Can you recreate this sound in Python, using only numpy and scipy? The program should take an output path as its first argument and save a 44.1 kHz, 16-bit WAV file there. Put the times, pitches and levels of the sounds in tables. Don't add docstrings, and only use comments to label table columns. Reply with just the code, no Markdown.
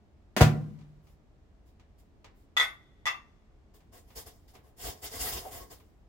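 import sys
import numpy as np
from scipy import signal
from scipy.fft import rfft, irfft, next_fast_len
from scipy.io import wavfile

SR = 44100
rng = np.random.default_rng(int(sys.argv[2]) if len(sys.argv) > 2 else 0)


def digitize_waveform(pressure):
    field = np.atleast_2d(pressure).T
    bounded = np.clip(field, -1, 1)
    quanta = np.round(bounded * 32767).astype(np.int16)
    wavfile.write(sys.argv[1], SR, quanta)


N = 268172

# freq_hz, density_db
FLAT_SPECTRUM = [(20, 0), (20000, 0)]
# freq_hz, correlation
MIC_COHERENCE = [(60, .93), (200, 0.5), (380, .7), (700, 0.44), (1300, .1), (2400, -0.051), (5000, 0.059),
                 (15000, 0)]
# freq_hz, t60_s
ROOM_DECAY = [(60, .6), (170, 1), (340, 0.54), (680, 0.38), (1400, 0.36), (2700, 0.24), (5500, 0.17),
              (11000, 0.073), (16000, .18)]
# freq_hz, density_db
RUMBLE_SPECTRUM = [(12, -37), (20, -2.5), (65, -3), (172, -17), (209, -16.5), (261, -18.5), (326, -18),
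                   (375, -26), (408, -18.5), (482, -27), (693, -25), (775, -28.5), (1080, -33),
                   (1510, -36.5), (7500, -51), (10000, -59.5), (15800, -61.5)]
# pitch_hz, level_db
MOTOR_TONES = [(211.7, -79.5), (354, -84.5)]

# start_s, level_db
TAP_HITS = [(0.788, -41), (0.81, -40.5), (1.07, -42), (1.797, -39), (2.2441, -28), (2.258, -40),
            (3.805, -43.5), (4.104, -35.5), (4.552, -31.5), (5.8, -39.5)]
# freq_hz, density_db
TAP_SPECTRUM = [(100, 5), (400, 14.5), (750, 11.5), (1000, 15), (1400, 7.5), (2200, 9.5), (4000, 3.5),
                (7000, -2), (11000, -21), (15500, -14.5)]
# start_s, level_db, contact_s
KNOCK_PULSES = [(5.4535, -43, 0.00041), (5.461, -28, 0.0017)]
# pitch_hz, level_db, t60_s
HOLLOW_MODES = [(690, -2, .05), (760, 0, .05)]

# start_s, swell_s, hold_s, hiss_db, body_db
CLOTH_STROKES = [ (1.006, 0.054, 0.067, -78.5, -83), (1.646, 0.026, .02, -79.5, -75.5),
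                 (1.972, .02, .006, -71.5, -83), (2.33, 0.048, .04, -78, -92),
                 (3.734, 0.011, 0.013, -66, -67.5), (3.914, 0.027, 0.036, -59, -60.5),
                 (4.06, .03, 0.041, -70, -72.5), (4.145, 0.028, 0.011, -45.5, -51.5),
                 (4.253, 0.015, 0.0084, -52.5, -57), (4.474, 0.0082, 0.016, -65, -85),
                 (4.527, 0.019, 0.015, -67, -62), (4.621, 0.032, 0.03, -75, -68.5),
                 (4.756, 0.079, .035, -47, -56), (4.816, 0.043, 0.037, -44, -46.5),
                 (5.01, 0.033, 0.018, -42.5, -52), (5.089, 0.063, .02, -43.5, -49.5),
                 (5.175, 0.039, 0.079, -36, -47.5), (5.31, 0.012, 0.058, -41.5, -48),
                 (5.403, 0.018, 0.063, -56.5, -55), (5.495, 0.031, 0.051, -47.5, -53),
                 (5.585, 0.022, 0.022, -58.5, -53), (5.693, 0.024, 0.012, -53.5, -56), ]
# freq_hz, density_db
FIBRE_SPECTRUM = [(400, -14), (900, -6), (1400, -3.5), (2000, 1), (2600, -4.5), (3200, 2.5), (4100, -1),
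                  (5200, 2.5), (7500, 1), (9500, -2), (13500, 1), (15800, 0.5)]
# freq_hz, density_db
FOLD_SPECTRUM = [(100, -22.5), (190, -16), (270, -1), (330, -9), (440, 4), (580, -3.5), (730, 3),
                 (900, -12.5), (1060, -0.5), (1250, -20), (1700, -13), (3000, -25)]
# freq_hz, density_db
FLAP_SPECTRUM = [(15, -2.5), (30, -3), (65, 5.5), (110, -3.5), (170, -14), (400, -82), (1000, -100)]

# start_s, plate_db, bowl_db, click_db
DISH_CONTACTS = [(2.567, -21, -31, -11.5), (2.572, -15, -38, -22), (2.598, -14, -30.5, -35),
                 (2.612, -18.5, -29, -26), (2.624, -30, -53, -36), (2.651, -44, -52, -35),
                 (3.0555, -30, -33.5, -15.5), (3.061, -27.5, -29, -16), (3.067, -28, -21, -13.5),
                 (3.074, -28.5, -19.5, -34), (3.106, -52, -53, -36)]
# pitch_hz, level_db, t60_s
PLATE_MODES = [(1250, -8, .05), (1345, -7, .06), (1502, -14, .2), (1927, -10, .06), (1963, 0, .1),
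               (2094, -7, .07), (2310, -13, .04), (2580, -10, .045), (3330, -14, .04), (3438, -6, .07),
               (3452, -29, .29), (3720, -10, .04), (3502, -6.5, .07), (3592, -7, .05), (4590, -22, .04),
               (4870, -19, .06), (5110, -19, .05), (5530, -18, .07), (6210, -21, .04), (6630, -22, .05),
               (7230, -24, .05), (8200, -24, .04), (8350, -21, .06), (9450, -22, .05), (9600, -26, .05),
               (10400, -26, .06), (11530, -27, .04), (13090, -26, .06), (13770, -28, .05),
               (14160, -28, .06)]
# pitch_hz, level_db, t60_s
BOWL_MODES = [(780, -17, .06), (996, -14, .07), (1120, -6, .04), (1177, 1, .1), (1181, -12, .35),
              (1290, -8, .04), (1945, -2, .05), (2030, -2, .04), (2137, -7, .09), (2688, -5, .16),
              (2832, -14, .07), (3518, -9, .1), (3758, -12, .06), (4480, -12, .04), (5180, -11, .04),
              (5570, -15, .04), (6220, -15, .05), (6630, -14, .08)]
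# freq_hz, density_db
CLICK_SPECTRUM = [(150, -17), (500, 0.5), (850, 17), (1200, 14.5), (1650, 5), (2400, 17), (2950, 4.5),
                  (3600, 5), (4100, 2.5), (5100, 6.5), (6500, 2), (8200, -5), (9000, -15.5), (15500, -14.5)]

# start_s, panel_db, snap_db
DOOR_CONTACTS = [(0.3646, -14, -10.5), (0.3715, -16.5, -14.5), (0.388, -31, -23), (0.401, -17, -21.5),
                 (0.4077, -1.5, -8), (0.4128, -7, -4.5), (0.421, -6, -15.5)]
# pitch_hz, level_db, t60_s
PANEL_MODES = [(208, -6.5, 0.098), (278.5, -16.5, 0.32), (378, -9.5, 0.096), (395, -13, 0.063),
               (451, -15, .05), (512, -11, .04), (618, -7.5, .04), (719, -4.5, 0.053), (1040, -12.5, 0.04),
               (1400, -11.5, 0.034), (2025, -10.5, .018)]
# freq_hz, density_db
LATCH_SPECTRUM = [(40, -5.5), (75, 10), (130, 18.5), (210, 17), (310, 19.5), (450, 16.5), (700, 19),
                  (950, 19), (1400, 18), (2300, 17), (4000, 11), (7000, 7.5), (10000, 0.5), (15500, 0.5)]
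# start_s, level_db, contact_s
THUMP_PULSES = [(0.4125, -6, 0.0026), (0.4585, -24.5, 0.0028)]
# pitch_hz, level_db, t60_s
CASE_MODES = [(74.1, -4, 0.099), (93, -13.5, 0.12), (115, -4, .25), (133, -12, .17), (148.7, -8, 0.52),
              (161.4, -31, 1), (187, -17, 0.23), (211, -11.5, 0.21), (257, -17.5, 0.16)]


def from_db(db):
    return 10 ** (np.asarray(db) / 20)


def unit_rms(x):
    return x / np.sqrt(np.mean(x ** 2) + 1e-20)


def at_hz(points, hz):
    known_hz, values = np.transpose(points)
    return np.interp(np.log(np.maximum(hz, 1)), np.log(known_hz), values)


def high_pass(x, hz, order):
    return signal.sosfilt(signal.butter(order, hz, "high", fs=SR, output="sos"), x)


def noise(colour, size=N):
    padded = next_fast_len(size)
    hz = np.arange(padded // 2 + 1) * SR / padded
    mid, side = rfft(rng.standard_normal((2, padded)))
    alike = np.clip(at_hz(MIC_COHERENCE, hz), -1, 1)
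    pair = np.sqrt((1 + alike) / 2) * mid + np.sqrt((1 - alike) / 2) * side * [[1], [-1]]
    return irfft(pair * from_db(at_hz(colour, hz)), padded)[:, :size]


def bands(x, count):
    size = next_fast_len(x.shape[1])
    spectrum = rfft(x, size)
    hz = np.arange(size // 2 + 1) * SR / size
    centres_hz = np.geomspace(40, 16000, count)
    for centre_hz, one_hot in zip(centres_hz, np.eye(count)):
        window = at_hz(np.column_stack([centres_hz, one_hot]), hz)
        yield centre_hz, window.mean(), irfft(spectrum * window, size)[:, :x.shape[1]]


def drift(knots):
    return np.interp(np.linspace(0, knots - 1, N), np.arange(knots), rng.standard_normal(knots))


def shifting_noise(colour, depth_db, knots):
    split = bands(noise(colour), count=18)
    return unit_rms(sum(band * from_db(depth_db * drift(knots)) for _, _, band in split))


def clicks(times_s, levels_db, signs=1):
    out = np.zeros(N)
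    out[np.round(np.asarray(times_s) * SR).astype(int)] = signs * from_db(levels_db)
    return out


def pushes(pulses):
    out = np.zeros(N)
    for start_s, level_db, contact_s in pulses:
        pulse = np.sin(np.linspace(0, np.pi, max(round(contact_s * SR), 3)))
        out[round(start_s * SR):][:len(pulse)] += from_db(level_db) * pulse / pulse.sum()
    return out


def ring(force, modes):
    out = np.zeros(N)
    for pitch_hz, level_db, t60_s in modes:
        radius = np.exp(-np.log(1000) / (t60_s * SR))
        step_rad = 2 * np.pi * pitch_hz / SR
        feedback = [1, -2 * radius * np.cos(step_rad), radius * radius]
        out += from_db(level_db) * signal.lfilter([0, np.sin(step_rad)], feedback, force + 1e-18)
    return out


def strike(times_s, levels_db, modes, spread_db):
    draws = rng.standard_normal((len(times_s), len(modes), 2))
    out = np.zeros(N)
    for k, mode in enumerate(modes):
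        strength, polarity = draws[:, k].T
        force = clicks(times_s, levels_db + spread_db * strength, np.sign(polarity))
        out += ring(force, [mode])
    return out


def kitchen(x, direct_gain, early_db, early_s, colour=FLAT_SPECTRUM, lag_s=0):
    t = np.arange(2 ** 15) / SR
    early = from_db(early_db) * np.exp(-t / early_s)
    house_tail = from_db(-32.5) * np.exp(-np.log(1000) * t / 1.6)
    response = np.zeros((2, len(t)))
    for centre_hz, share, band in bands(noise(FLAT_SPECTRUM, size=len(t)), count=22):
        room_tail = np.exp(-np.log(1000) * t / at_hz(ROOM_DECAY, centre_hz))
        gain = np.sqrt(share / len(t)) * from_db(at_hz(colour, centre_hz))
        response += gain * unit_rms(band * (room_tail + early + house_tail))
    pair = np.broadcast_to(x, (2, N))
    direct = np.array([pair[0], np.roll(pair[1], round(lag_s * SR))])
    return direct_gain * direct + signal.fftconvolve(pair, response, axes=1)[:, :N]


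def room_tone():
    t = np.arange(N) / SR
    hum = sum(np.sqrt(2) * from_db(db) * np.sin(2 * np.pi * hz * t) for hz, db in MOTOR_TONES)
    return from_db(-58.5) * unit_rms(noise(RUMBLE_SPECTRUM)) + hum


def worktop():
    impulses = clicks(*np.transpose(TAP_HITS))
    taps = kitchen(impulses, direct_gain=0, early_db=-7, early_s=0.0089, colour=TAP_SPECTRUM)
    knock = from_db(7.5) * high_pass(ring(pushes(KNOCK_PULSES), HOLLOW_MODES), hz=680, order=2)
    return taps + kitchen(knock, direct_gain=0.62, early_db=20, early_s=0.021)


def stroke(start_s, swell_s, hold_s, release_db_per_s=324, slide_db=-12.5, slide_db_per_s=104.5):
    t = np.arange(N) / SR - start_s
    swell = np.sin(np.pi / 2 * np.clip(t / swell_s, 0, 1)) ** 2
    stopped_s = np.maximum(t - swell_s - hold_s, 0)
    fade_db = np.maximum(-release_db_per_s * stopped_s, slide_db - slide_db_per_s * stopped_s)
    return swell * from_db(fade_db)


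def cloth():
    power = np.zeros((2, N))
    for start_s, swell_s, hold_s, hiss_db, body_db in CLOTH_STROKES:
        power += np.outer(from_db([hiss_db, body_db]), stroke(start_s, swell_s, hold_s)) ** 2
    hiss_env, body_env = np.sqrt(power)
    hiss = hiss_env * shifting_noise(FIBRE_SPECTRUM, depth_db=3, knots=260)
    fibres = kitchen(hiss, direct_gain=0.84, early_db=14, early_s=0.0099)
    rustle = from_db(-4.5) * body_env * shifting_noise(FOLD_SPECTRUM, depth_db=-0.5, knots=200)
    folds = kitchen(rustle, direct_gain=2.31, early_db=10.5, early_s=0.0046)
    flap_env = from_db(3.5) * body_env * (body_env / body_env.max()) ** 0.24
    return fibres + folds + flap_env * unit_rms(noise(FLAP_SPECTRUM))


def rebounds(contacts, count=2, max_gap_s=0.01, gap_ratio=0.7, loss_db=15.5):
    bounce = np.arange(count + 1)
    gaps_s = max_gap_s * gap_ratio ** bounce * rng.uniform(0.8, 1, (len(contacts), len(bounce)))
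    start_s, *levels_db = np.transpose(contacts)[:, :, None]
    times_s = start_s + np.cumsum(gaps_s, axis=1) - gaps_s
    return [times_s.ravel()] + [(db - loss_db * bounce).ravel() for db in levels_db]


def china(times_s, levels_db, modes, spread_db, choked_db=-1.5, choked_t60_s=0.025):
    choked = [(pitch_hz, level_db + choked_db, choked_t60_s) for pitch_hz, level_db, _ in modes]
    return strike(times_s, levels_db, modes, spread_db) + strike(times_s, levels_db, choked, spread_db)


def dishes():
    times_s, plate_db, bowl_db, click_db = rebounds(DISH_CONTACTS)
    plate = china(times_s, plate_db, PLATE_MODES, spread_db=5)
    bowl = china(times_s, bowl_db, BOWL_MODES, spread_db=1)
    radiated = from_db(-10.5) * high_pass(plate + bowl, hz=600, order=2)
    rings = kitchen(radiated, direct_gain=0.58, early_db=9, early_s=0.031, lag_s=0.00019)
    impulses = clicks(times_s, click_db)
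    contact = kitchen(impulses, direct_gain=0, early_db=-1.5, early_s=0.025, colour=CLICK_SPECTRUM)
    return (rings + contact) * from_db([[1.1], [-1.1]])


def microwave_door():
    times_s, panel_db, snap_db = np.transpose(DOOR_CONTACTS)
    rattle = from_db(-11.5) * strike(times_s, panel_db, PANEL_MODES, spread_db=1.5)
    panels = kitchen(rattle, direct_gain=1.7, early_db=4.5, early_s=0.008, lag_s=0.0001)
    snaps = clicks(times_s, snap_db)
    latch = kitchen(snaps, direct_gain=0, early_db=5, early_s=0.03, colour=LATCH_SPECTRUM)
    clack = (high_pass(panels, hz=120, order=2) + latch) * from_db([[0.4], [-0.4]])
    boom = high_pass(ring(pushes(THUMP_PULSES), CASE_MODES), hz=56, order=4)
    boom_reverb = kitchen(from_db(-14) * boom, direct_gain=0, early_db=-4.5, early_s=0.0067)
    return clack + boom + boom_reverb


def scene():
    return microwave_door() + dishes() + worktop() + cloth() + room_tone()


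def record(dry, cutoff_hz=15900):
    rounded = 1.673 * np.tanh(high_pass(dry, hz=36, order=2) / 1.531)
    return signal.sosfilt(signal.ellip(12, 0.1, 90, cutoff_hz, fs=SR, output="sos"), rounded)


dry = scene()
out = record(dry)
digitize_waveform(out)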